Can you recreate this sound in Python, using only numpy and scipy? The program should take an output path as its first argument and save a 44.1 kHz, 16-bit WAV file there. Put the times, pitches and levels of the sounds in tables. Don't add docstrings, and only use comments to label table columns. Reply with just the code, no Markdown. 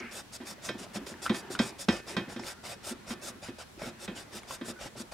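import sys
import numpy as np
from scipy import signal
from scipy.fft import rfft, irfft, next_fast_len
from scipy.io import wavfile

SR = 44100
rng = np.random.default_rng(int(sys.argv[2]) if len(sys.argv) > 2 else 0)


def to_wav(s):
    ch = np.atleast_2d(s).T
    pcm = np.round(np.clip(ch, -1, 1) * 32767)
    wavfile.write(sys.argv[1], SR, pcm.astype(np.int16))


def decibels_to_gain(level_db):
    exponent = np.asarray(level_db, float) / 20
    return 10 ** exponent


N = 226385

# start_s, peak_db, boom_hz, push_s
HAND_THUMPS = [(0.003, -40, 237, 0.049), (0.403, -35.5, 245, 0.018), (0.702, -30.5, 342, 0.0079),
               (0.749, -36.5, 241, 0.012), (0.801, -43.5, 258, 0.014), (0.959, -29.5, 205, 0.024),
               (1.117, -38.5, 232, 0.017), (1.2998, -19.5, 215, 0.012), (1.343, -36, 260, 0.0087),
               (1.427, -43.5, 418, 0.0091), (1.503, -33, 263, 0.0034), (1.599, -17.5, 229, 0.011),
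               (1.8845, -13, 205, 0.014), (2.099, -41, 336, 0.023), (2.168, -19.5, 188, 0.016),
               (2.281, -37, 172, 0.009), (2.362, -31.5, 240, 0.013), (2.394, -33, 237, 0.016),
               (2.909, -32, 239, 0.019), (3.107, -30.5, 230, 0.02), (3.299, -37.5, 226, 0.013),
               (3.486, -33.5, 249, 0.017), (3.817, -38, 164, 0.012), (3.859, -32.5, 236, 0.02),
               (4.082, -28, 197, 0.016), (4.36, -41, 220, 0.019), (4.612, -32, 254, 0.015),
               (4.684, -31.5, 232, 0.018), (4.857, -39, 247, 0.0044), (5.001, -33.5, 241, 0.013),
               (4.959, -36, 129, .03), (4.115, -39.5, 260, 0.016), (1.012, -40.5, 272, 0.021),
               (.43, -43, 326, 0.012)]
# freq_hz, density_db (per Hz)
LOW_SHAKE = [(15, -37), (25, -9), (97, -1.5), (170, -8), (220, -31), (370, -120)]
# freq_hz, density_db (per Hz)
AIRY_TOP = [(6200, -1.5), (7200, -2), (8000, -3), (8800, -2), (10000, -6.5), (11500, -11), (13500, -13.5),
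            (15800, -25)]


def rms_one(x):
    return x / np.sqrt(np.mean(x ** 2) + 1e-20)


def in_time(rows):
    s, *columns = np.transpose(rows)
    return np.array([np.interp(np.arange(N) / SR, s, c) for c in columns])


def at_hz(points, hz):
    freqs, values = np.array(points).T
    return np.interp(np.log(hz), np.log(freqs), values)


def butter(x, kind, hz, order=2):
    return signal.sosfilt(signal.butter(order, hz, kind, fs=SR, output="sos"), x)


def drift(rate):
    r = np.exp(-80 * np.pi * rate / SR)
    white = rng.standard_normal(N // 40 + 2002)
    slow = signal.lfilter([1], [1, -2 * r, r * r], white)[2000:]
    return np.repeat(rms_one(slow), 40)[:N]


def ring(force, hz, t60):
    r, w = decibels_to_gain(-60 / (t60 * SR)), 2 * np.pi * hz / SR
    return signal.lfilter([0, np.sin(w)], [1, -2 * r * np.cos(w), r * r], force + 1e-18)


def slips(per_s, spread_db):
    shape = (2, 2, N)
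    size_db = spread_db * np.minimum(rng.exponential(1, shape), 5)
    sizes = decibels_to_gain(size_db) * rng.choice([-1, 1], shape)
    return sizes * (rng.random(shape) < per_s / SR) + 1e-9


def banded(source, spectrum, low_hz, high_hz, count, patchy_db, rate, alike=1.0):
    # freq_hz, likeness (0-1)
    capsule_likeness = [(60, 0.5), (150, 0.94), (380, 0.49), (950, 0.83), (2380, 0.64), (5980, 0.91),
                        (15000, 0.78)]
    out, edges_hz = 0, np.geomspace(low_hz, high_hz, count + 1)
    for k, (low, high) in enumerate(zip(edges_hz, edges_hz[1:])):
        mid, side = butter(source[k % 2], "band", [low, high])
        hz = np.sqrt(low * high)
        like = np.clip(alike * at_hz(capsule_likeness, hz), 0, .97)
        gain = decibels_to_gain(at_hz(spectrum, hz) + patchy_db * drift(rate))
        spread = np.sqrt(1 - like) * side * np.array([[1], [-1]])
        out = out + gain * (np.sqrt(1 + like) * mid + spread)
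    return rms_one(out)


def bursts(events, lengths_s, smooth):
    force = np.zeros(N)
    noise = rng.standard_normal((len(events), 4000))
    t = np.arange(4000) / SR
    for row, length, rough in zip(events, lengths_s, noise):
        length = max(length, .001)
        shape = np.exp(-t / length) * rough / np.sqrt(length * SR / 2)
        shape[0] += smooth
        at = round(row[0] * SR)
        force[at:at + 4000] += decibels_to_gain(row[1]) * shape[:N - at]
    return force


def motion():
    # start_s, length_s, lateness (of top speed), hiss_db, weight_db (on the pad)
    pushes = [(0.108, 0.12, 0.77, -47.5, -2), (0.445, 0.1, 1.17, -46.5, -1.5),
              (0.779, 0.085, 0.66, -50.5, 0.5), (1.062, 0.083, 0.44, -49.5, -0.5),
              (1.321, 0.1, 1, -49, -2.5), (1.578, 0.14, 1.1, -48.5, -2), (1.878, 0.14, 0.87, -54, 9.5),
              (2.285, 0.078, 0.59, -56, 5), (2.63, 0.13, 0.88, -50, 4.5), (3.059, 0.089, 1.2, -49.5, 3),
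              (3.416, 0.094, 0.78, -57, 8), (3.78, 0.13, 1.2, -52, 6.5), (4.148, 0.1, 0.69, -51.5, 2.5),
              (4.468, 0.11, 1.12, -49, 0.5), (4.782, 0.11, 1.2, -53, 6.5), (5.105, 0.028, 2.4, -52, 7)]
    # start_s, length_s, lateness, hiss_db, weight_db
    pulls = [(0.318, 0.059, 1.17, -45, -4.5), (0.616, 0.095, 1.05, -47.5, -1),
             (0.932, 0.06, 0.83, -48.5, 2), (1.217, 0.083, 0.6, -46, -2.5), (1.5, 0.074, 0.57, -46.5, -3),
             (1.783, 0.077, 0.69, -43.5, -5.5), (2.065, 0.099, 0.66, -49.5, 2),
             (2.413, 0.13, 1.14, -47.5, 2), (2.824, 0.12, 1.1, -45, -2.5), (3.21, 0.11, 1.07, -45, -2.5),
             (3.583, 0.063, 0.58, -52.5, 5.5), (3.972, 0.098, 1.8, -47, -2.5),
             (4.306, 0.1, 1.44, -50.5, 2.5), (4.633, 0.097, 1.4, -47, -4), (4.96, 0.072, 1.13, -47, -2)]
    for base_shake_db, cruise, rows in ((-13, 1.15, pushes), (-16.5, 1.03, pulls)):
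        for s, length, lateness, hiss_db, weight_db in rows:
            progress = np.arange(round(length * SR)) / (length * SR)
            at = round(s * SR)
            speed = np.minimum(cruise * np.sin(np.pi * progress ** lateness), 1)[:N - at]
            shake_db = base_shake_db + 1.75 * weight_db
            yield slice(at, at + len(progress)), speed, hiss_db, weight_db, shake_db


def paper(source):
    # freq_hz, width_hz, level_db
    sheet_modes = [(2260, 32, -5), (2610, 47, 3), (3554, 35, 0.5), (4190, 65, -6), (4930, 190, -2),
                   (5510, 62, -2), (6320, 37, -2), (7120, 43, 1.5), (7540, 70, -9), (8530, 120, -5),
                   (10100, 53, -12.5), (11000, 46, -11)]
    out = 0
    for k, (hz, width_hz, db) in enumerate(sheet_modes):
        t60 = np.log(1000) / (np.pi * max(0.31 * width_hz, 20))
        mid, side = ring(source[k % 2], hz, t60)
        stereo = mid + 0.39 * side * np.array([[1], [-1]])
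        out = out + decibels_to_gain(db + 3.5 * drift(9.6)) * stereo / mid.std()
    return rms_one(out)


def rubber():
    # time_s, level_db
    face_contact = [(0, 1), (.5, 0.5), (.95, -2.5), (1.37, 0), (1.8, -1.5), (2.1, -2), (2.5, 1.5), (3.3, 0),
                    (3.6, -3), (3.85, 2), (4.15, -2), (4.35, 3.5), (5.13, -3)]
    # freq_hz, density_db (per Hz)
    rasp_spectrum = [(3300, -5.5), (3650, -2), (4200, -8.5), (4900, -1), (5500, -4), (6200, -5.5)]
    # freq_hz, density_db (per Hz)
    scrape_spectrum = [(290, -31), (500, 1), (994, -7.5), (1080, -11.5), (1380, -4), (1570, -7),
                       (3300, -9.5), (4290, -40), (7260, -120)]
    air, hiss, rasp, scrape, shake = levels = np.zeros((5, N))
    steepness = np.array([[1.4], [1.1], [.85], [.7], [.8]])
    for span, speed, hiss_db, scrape_db, shake_db in motion():
        rasp_db = 0.77 + 0.36 * scrape_db
        loud = decibels_to_gain(hiss_db + np.array([[-7.5], [0], [rasp_db], [scrape_db], [shake_db]]))
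        levels[:, span] += loud * speed ** steepness
    source = slips(9000, spread_db=2.5)
    grip = decibels_to_gain(1.5 * drift(30))
    air = air * decibels_to_gain(in_time(face_contact)[0])
    out = air * banded(source, AIRY_TOP, 10030, 16400, count=9, patchy_db=1.5, rate=18, alike=0.71)
    out += hiss * banded(source, AIRY_TOP, 6245, 10230, count=10, patchy_db=2, rate=8.0, alike=0.91)
    out += rasp * banded(source, rasp_spectrum, 3313, 6126, count=12, patchy_db=2, rate=6.6, alike=0.9)
    out += rasp * decibels_to_gain(-6.5) * paper(source)
    out += scrape * banded(source, scrape_spectrum, 513.5, 3094, count=12, patchy_db=2.5, rate=12.4)
    out += shake * banded(source, LOW_SHAKE, 15.6, 170, count=5, patchy_db=2.0, rate=5, alike=1.75)
    return grip * out


def desk():
    # freq_hz, level_db, t60_s
    desk_modes = [(128, -7, 0.2), (202, -8, 0.076), (225, -8, 0.13), (272, 3.5, 0.034), (347, 1, 0.081),
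                  (382, -21.5, 0.34), (490, -3, 0.034), (646, -16, 0.047), (740, -22, 0.082)]
    push = np.zeros(N)
    rebounds = [(s + .038, peak_db - 14, hz, length) for s, peak_db, hz, length in HAND_THUMPS]
    for s, peak_db, hz, length in list(HAND_THUMPS) + rebounds:
        t = np.arange(round(3.5 * length * SR)) / SR
        shape = (t / length) ** .7 * np.exp(-(t / length) ** 3)
        boom = decibels_to_gain(peak_db + 4.5) * shape * np.sin(2 * np.pi * hz * t)
        at = round(s * SR)
        push[at:at + len(t)] += boom[:N - at]
    jolt = bursts(HAND_THUMPS, np.array(HAND_THUMPS)[:, 3] * 1.88, smooth=0.44)
    return push + sum(ring(jolt, hz, t60) * decibels_to_gain(db - 5.5) for hz, db, t60 in desk_modes)


def metal(scrubbing):
    # start_s, peak_db, sharpness_db
    jolts = [(0.412, -41, -33), (0.689, -24.5, -24), (0.958, -34.5, -36), (1.0665, -39.5, -19),
             (1.792, -41, -10), (1.2945, -22, -30), (1.3446, -30, -20), (1.59, -17.5, -19),
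             (1.8853, -18.5, -18), (1.9244, -45.5, 1.5), (2.083, -41.5, -6), (2.1662, -21.5, -23.5),
             (2.22, -51, -21), (2.3615, -34, -22), (2.394, -45, -3.5), (3.104, -31.5, -19),
             (3.483, -42, -24), (4.0775, -31.5, -32), (4.612, -36.5, -29)]
    # freq_hz, level_db, t60_s
    metal_modes = [(1030, -5, .06), (1200, -5, .08), (1396, -5, .08), (1470, -22, .5), (1565, 0, .11),
                   (1777, -12.5, .6), (1936, -3, .11), (2220, -7, .13), (2412, -10, .16), (2530, -8, .36),
                   (2800, -12, .06), (3200, -6, .17), (3330, -14, .2), (3500, -11, .16), (3706, -2.5, .12),
                   (3941, -12, .14), (4300, -13, .08), (4700, -15, .13), (5100, -15, .13), (5300, -13, .12),
                   (5550, -15, .13)]
    chatter_s, restrike_s, restrike_share, pan_db = 0.00804, .018, .55, -3.5
    lengths, sharp_db = np.full(len(jolts), chatter_s), np.array(jolts)[:, 2]
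    sharp_jolts = [(s, peak_db + extra_db) for s, peak_db, extra_db in jolts]
    dull = butter(bursts(jolts, lengths * 4.0, smooth=0.14), "band", [450, 4200])
    sharp = butter(bursts(sharp_jolts, lengths * 1.8, smooth=0.15), "band", [4200, 8000], order=3)
    out = (decibels_to_gain(14.5) * dull + decibels_to_gain(29.0) * sharp) * np.ones((2, 1))
    strengths_db = rng.uniform(-2, 2, (len(jolts), len(metal_modes)))
    splits_hz = rng.uniform(2.3, 58.0, len(metal_modes))
    lags = rng.integers(0, 5, len(metal_modes))
    for k, ((hz, db, t60), lag) in enumerate(zip(metal_modes, lags)):
        share_db = np.clip((hz - 3800) / 1500, 0, 1) * (sharp_db + 24.0)
        force = np.zeros(N)
        for (s, peak_db, _), extra_db in zip(jolts, strengths_db[:, k] + share_db):
            first, later, back = rng.random(3)
            strike = decibels_to_gain(peak_db + extra_db)
            force[round((s + .3 * chatter_s * first) * SR)] = strike
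            force[round((s + restrike_s * (.5 + later)) * SR)] = strike * restrike_share * (2 * back - 1)
        force += decibels_to_gain(-36) * scrubbing
        twin_hz = hz + splits_hz[k] * min(1, .15 / t60)
        pair = ring(force, hz, t60) + .4 * ring(force, twin_hz, .6 * t60)
        mode = pair * decibels_to_gain(db - 12.5)
        out += [mode * decibels_to_gain(pan_db / 2), np.roll(mode, lag) / decibels_to_gain(pan_db / 2)]
    return out


def ticks():
    # start_s, peak_db, pitch_hz, t60_s
    buckles = [(0.865, -41.5, 660, 0.014), (1.066, -41, 510, .025), (1.1, -39, 630, 0.013),
               (2.395, -34, 900, 0.012), (1.199, -52, 614, 0.018), (2, -38, 420, 0.015),
               (2.067, -44.5, 546, 0.02), (2.082, -33, 610, 0.012), (2.436, -36.5, 2160, 0.01),
               (2.638, -48, 770, 0.023), (3.425, -46, 611, 0.024), (3.585, -45, 560, 0.022),
               (3.776, -42, 340, 0.025), (3.8185, -28.5, 600, 0.025), (3.815, -39, 500, 0.02),
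               (3.828, -38, 250, 0.03), (3.835, -37, 460, 0.04), (3.845, -41, 560, 0.03),
               (3.878, -40, 517, 0.03), (3.885, -42, 680, 0.02), (4.508, -30.5, 1075, 0.025),
               (4.432, -54, 9800, .02), (4.4325, -45.5, 2200, 0.02), (4.434, -57, 7300, .012),
               (4.433, -53, 3500, .01), (4.434, -43, 1200, 0.0089), (4.42, -46, 940, .01),
               (4.45, -47, 700, 0.016), (.437, -54, 9000, .012), (.439, -73, 4500, .012),
               (4.388, -46, 2900, .012), (4.51, -43, 3000, .015), (.6885, -29.5, 1870, 0.019),
               (.694, -29, 520, 0.035), (1.7915, -38, 600, 0.015), (.701, -34, 600, .03),
               (3.6, -47, 530, 0.065), (4.97, -45, 260, 0.028), (4.812, -39, 570, 0.02),
               (4.397, -48, 400, 0.02), (4.954, -41, 600, 0.03), (5.122, -45, 607, 0.05),
               (0.155, -41, 660, 0.012), (1.8905, -24, 420, 0.019), (1.886, -26.5, 1075, 0.018),
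               (.42, -49, 1010, 0.04), (0.58, -48, 590, .04), (0.866, -48, 1200, 0.01),
               (1.14, -41, 1800, 0.014)]
    # start_s, peak_db, pitch_hz, t60_s
    creaks = [(1.2572, -29, 1400, 0.02), (1.2632, -21, 1400, 0.013), (1.2645, -32, 3200, 0.008),
              (1.26, -39, 2980, 0.012), (1.284, -37, 2030, 0.01), (1.273, -31, 1500, 0.012),
              (1.2765, -38, 1900, 0.01), (1.261, -35, 1500, 0.01), (1.5515, -41, 2960, .015),
              (1.269, -30, 1400, 0.02), (1.279, -33, 1400, 0.014), (1.5510, -27.5, 1440, 0.016),
              (1.559, -40, 1420, 0.04), (2.535, -56, 1380, 0.11), (2.56, -57, 1374, .1),
              (2.61, -59, 1480, 0.13), (2.579, -58, 1404, 0.17), (4.7350, -62, 1450, 0.23),
              (4.7620, -54, 1490, 0.22), (4.7890, -43, 1480, 0.023)]
    out = np.zeros(N)
    snaps = list(buckles) + list(creaks)
    noise = rng.standard_normal((len(snaps), 500))
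    for (s, peak_db, hz, t60), rough in zip(snaps, noise):
        at, force, kick = round(s * SR), np.zeros(6000), round(SR / hz)
        force[:500] = 0.035 * rough * np.exp(-np.arange(500) / 150)
        crackle = 11.0 * butter(force, "band", [900, 3800], order=4)
        force[:kick] += 2 / kick * np.sin(2 * np.pi * np.arange(kick) / kick)
        snap = decibels_to_gain(peak_db + 3.0) * (ring(force, hz, max(t60, .004)) + crackle)
        out[at:at + 6000] += snap[:N - at]
    return out


def sheet():
    # time_s, level_db
    slide_level = [(0, -44), (.015, -48), (.06, -45.5), (.11, -53), (.15, -53), (.2, -104)]
    # freq_hz, density_db (per Hz)
    slide_spectrum = [(900, -35), (1400, 9), (1850, 4), (2350, 12), (2600, 9), (2900, -22)]
    slide_db, = in_time(slide_level)
    source = slips(8600, spread_db=-9.0)
    slide = banded(source, slide_spectrum, 610, 2930, count=9, patchy_db=0.5, rate=11.0)
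    fading = banded(source, AIRY_TOP, 3550, 12300, count=4, patchy_db=-7.0, rate=24.0)
    decay = np.exp(-np.arange(N) / (0.01 * SR))
    return decibels_to_gain(slide_db) * slide + decibels_to_gain(-52) * decay * fading


def hand_drag():
    # time_s, level_db
    lean = [(0.0, -44.5), (0.2, -54), (0.41, -58.5), (0.54, -52), (0.94, -49), (1.04, -50), (1.5, -45.5),
            (1.67, -45), (1.97, -61), (2.1, -46), (2.3, -47.5), (2.64, -55), (3.3, -49.5), (3.53, -63),
            (3.87, -55.5), (3.97, -52.5), (4.67, -51.5), (5.13, -61)]
    # freq_hz, density_db (per Hz)
    rumble_spectrum = [(76, -35), (130, 2), (151, -20), (193, -2), (308, -8.5), (351, -2), (409, -5),
                       (600, -29), (780, -35), (1320, -120)]
    # freq_hz, density_db (per Hz)
    shuffle_spectrum = [(290, -34), (500, -4), (624, 2), (909, 0.5), (1200, 0.5), (1820, 0.5), (2080, -2.5),
                        (5000, -16.5), (6500, -49), (11000, -120)]
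    lean_db, = in_time(lean)
    lean_db = lean_db - lean_db.mean()
    moving, thumped = np.zeros((2, N))
    for span, speed, *_ in motion():
        moving[span] += speed
    s, peak_db = np.array(HAND_THUMPS)[:, :2].T
    thumped[(s * SR).astype(int)] = decibels_to_gain(peak_db - 19)
    settling = signal.lfilter([1], [1, -np.exp(-1 / (0.022 * SR))], thumped)
    white = rng.standard_normal((2, 2, N))
    rumble = banded(white, rumble_spectrum, 127.5, 615, count=8, patchy_db=4.5, rate=18.0, alike=1.53)
    shuffle = banded(white, shuffle_spectrum, 574, 5200, count=12, patchy_db=2.2, rate=3.0)
    wobble = rms_one(butter(white[0, 0], "band", [45, 133]))
    rumble_level = decibels_to_gain(-57.5 + 0.94 * lean_db + 4 * moving)
    shuffle_level = decibels_to_gain(-60.5 + 1.55 * lean_db) + settling
    return decibels_to_gain(-7.5) * settling * wobble + rumble_level * rumble + shuffle_level * shuffle


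def room(x):
    t60_s, wall_cut_hz = 0.25, 1550
    size = next_fast_len(N + SR)
    hz = np.arange(size // 2 + 1) * SR / size
    out = np.zeros((2, len(hz)), complex)
    for k, lag in enumerate(rng.uniform(0.0053, 0.021, 16)):
        loop = decibels_to_gain(-60 * lag / t60_s) / (1 + 1j * hz / wall_cut_hz) * np.exp(-2j * np.pi * hz * lag)
        out[k % 2] += loop / (1 - loop) * (-1) ** (k // 2)
    return irfft(out * rfft(x, size), size)[:, :N]


def background():
    # freq_hz, density_db (per Hz)
    hiss_spectrum = [(100, -32), (170, 4), (226, -1.5), (438, -8.5), (594, -4), (884, -8), (1420, -9),
                     (3030, -13.5), (5050, -15.5), (8750, -20), (14000, -28), (15700, -38)]
    white = rng.standard_normal((2, 2, N))
    hiss = banded(white, hiss_spectrum, 170.0, 15950, count=14, patchy_db=1.0, rate=2.6, alike=0.019)
    roar = banded(white, LOW_SHAKE, 33.2, 197, count=5, patchy_db=1.6, rate=8.4, alike=1.4)
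    return decibels_to_gain(-54.5) * hiss + decibels_to_gain(-60.5) * roar


def scene():
    strokes = rubber()
    near = strokes + butter(desk(), "high", 206) + metal(strokes[0]) + ticks() + sheet()
    echo = room(butter(near.mean(axis=0), "high", 860, order=1))
    return near + decibels_to_gain(-22) * echo + hand_drag() + background()


def roll_off(x):
    return signal.sosfilt(signal.butter(12, 15890, fs=SR, output="sos"), x)


def record(dry):
    # freq_hz, left_minus_right_db
    capsule_balance = [(60, -1), (180, -1.0), (550, 0.0), (1650, 0), (4970, 0.5), (15000, 1.0)]
    hz = np.maximum(np.arange(N // 2 + 1) * SR / N, 1)
    tilt = decibels_to_gain(np.array([[.5], [-.5]]) * at_hz(capsule_balance, hz))
    mix = irfft(rfft(dry) * tilt * (hz < 15825), N)
    return roll_off(mix)


dry = scene()
out = record(dry)
to_wav(out)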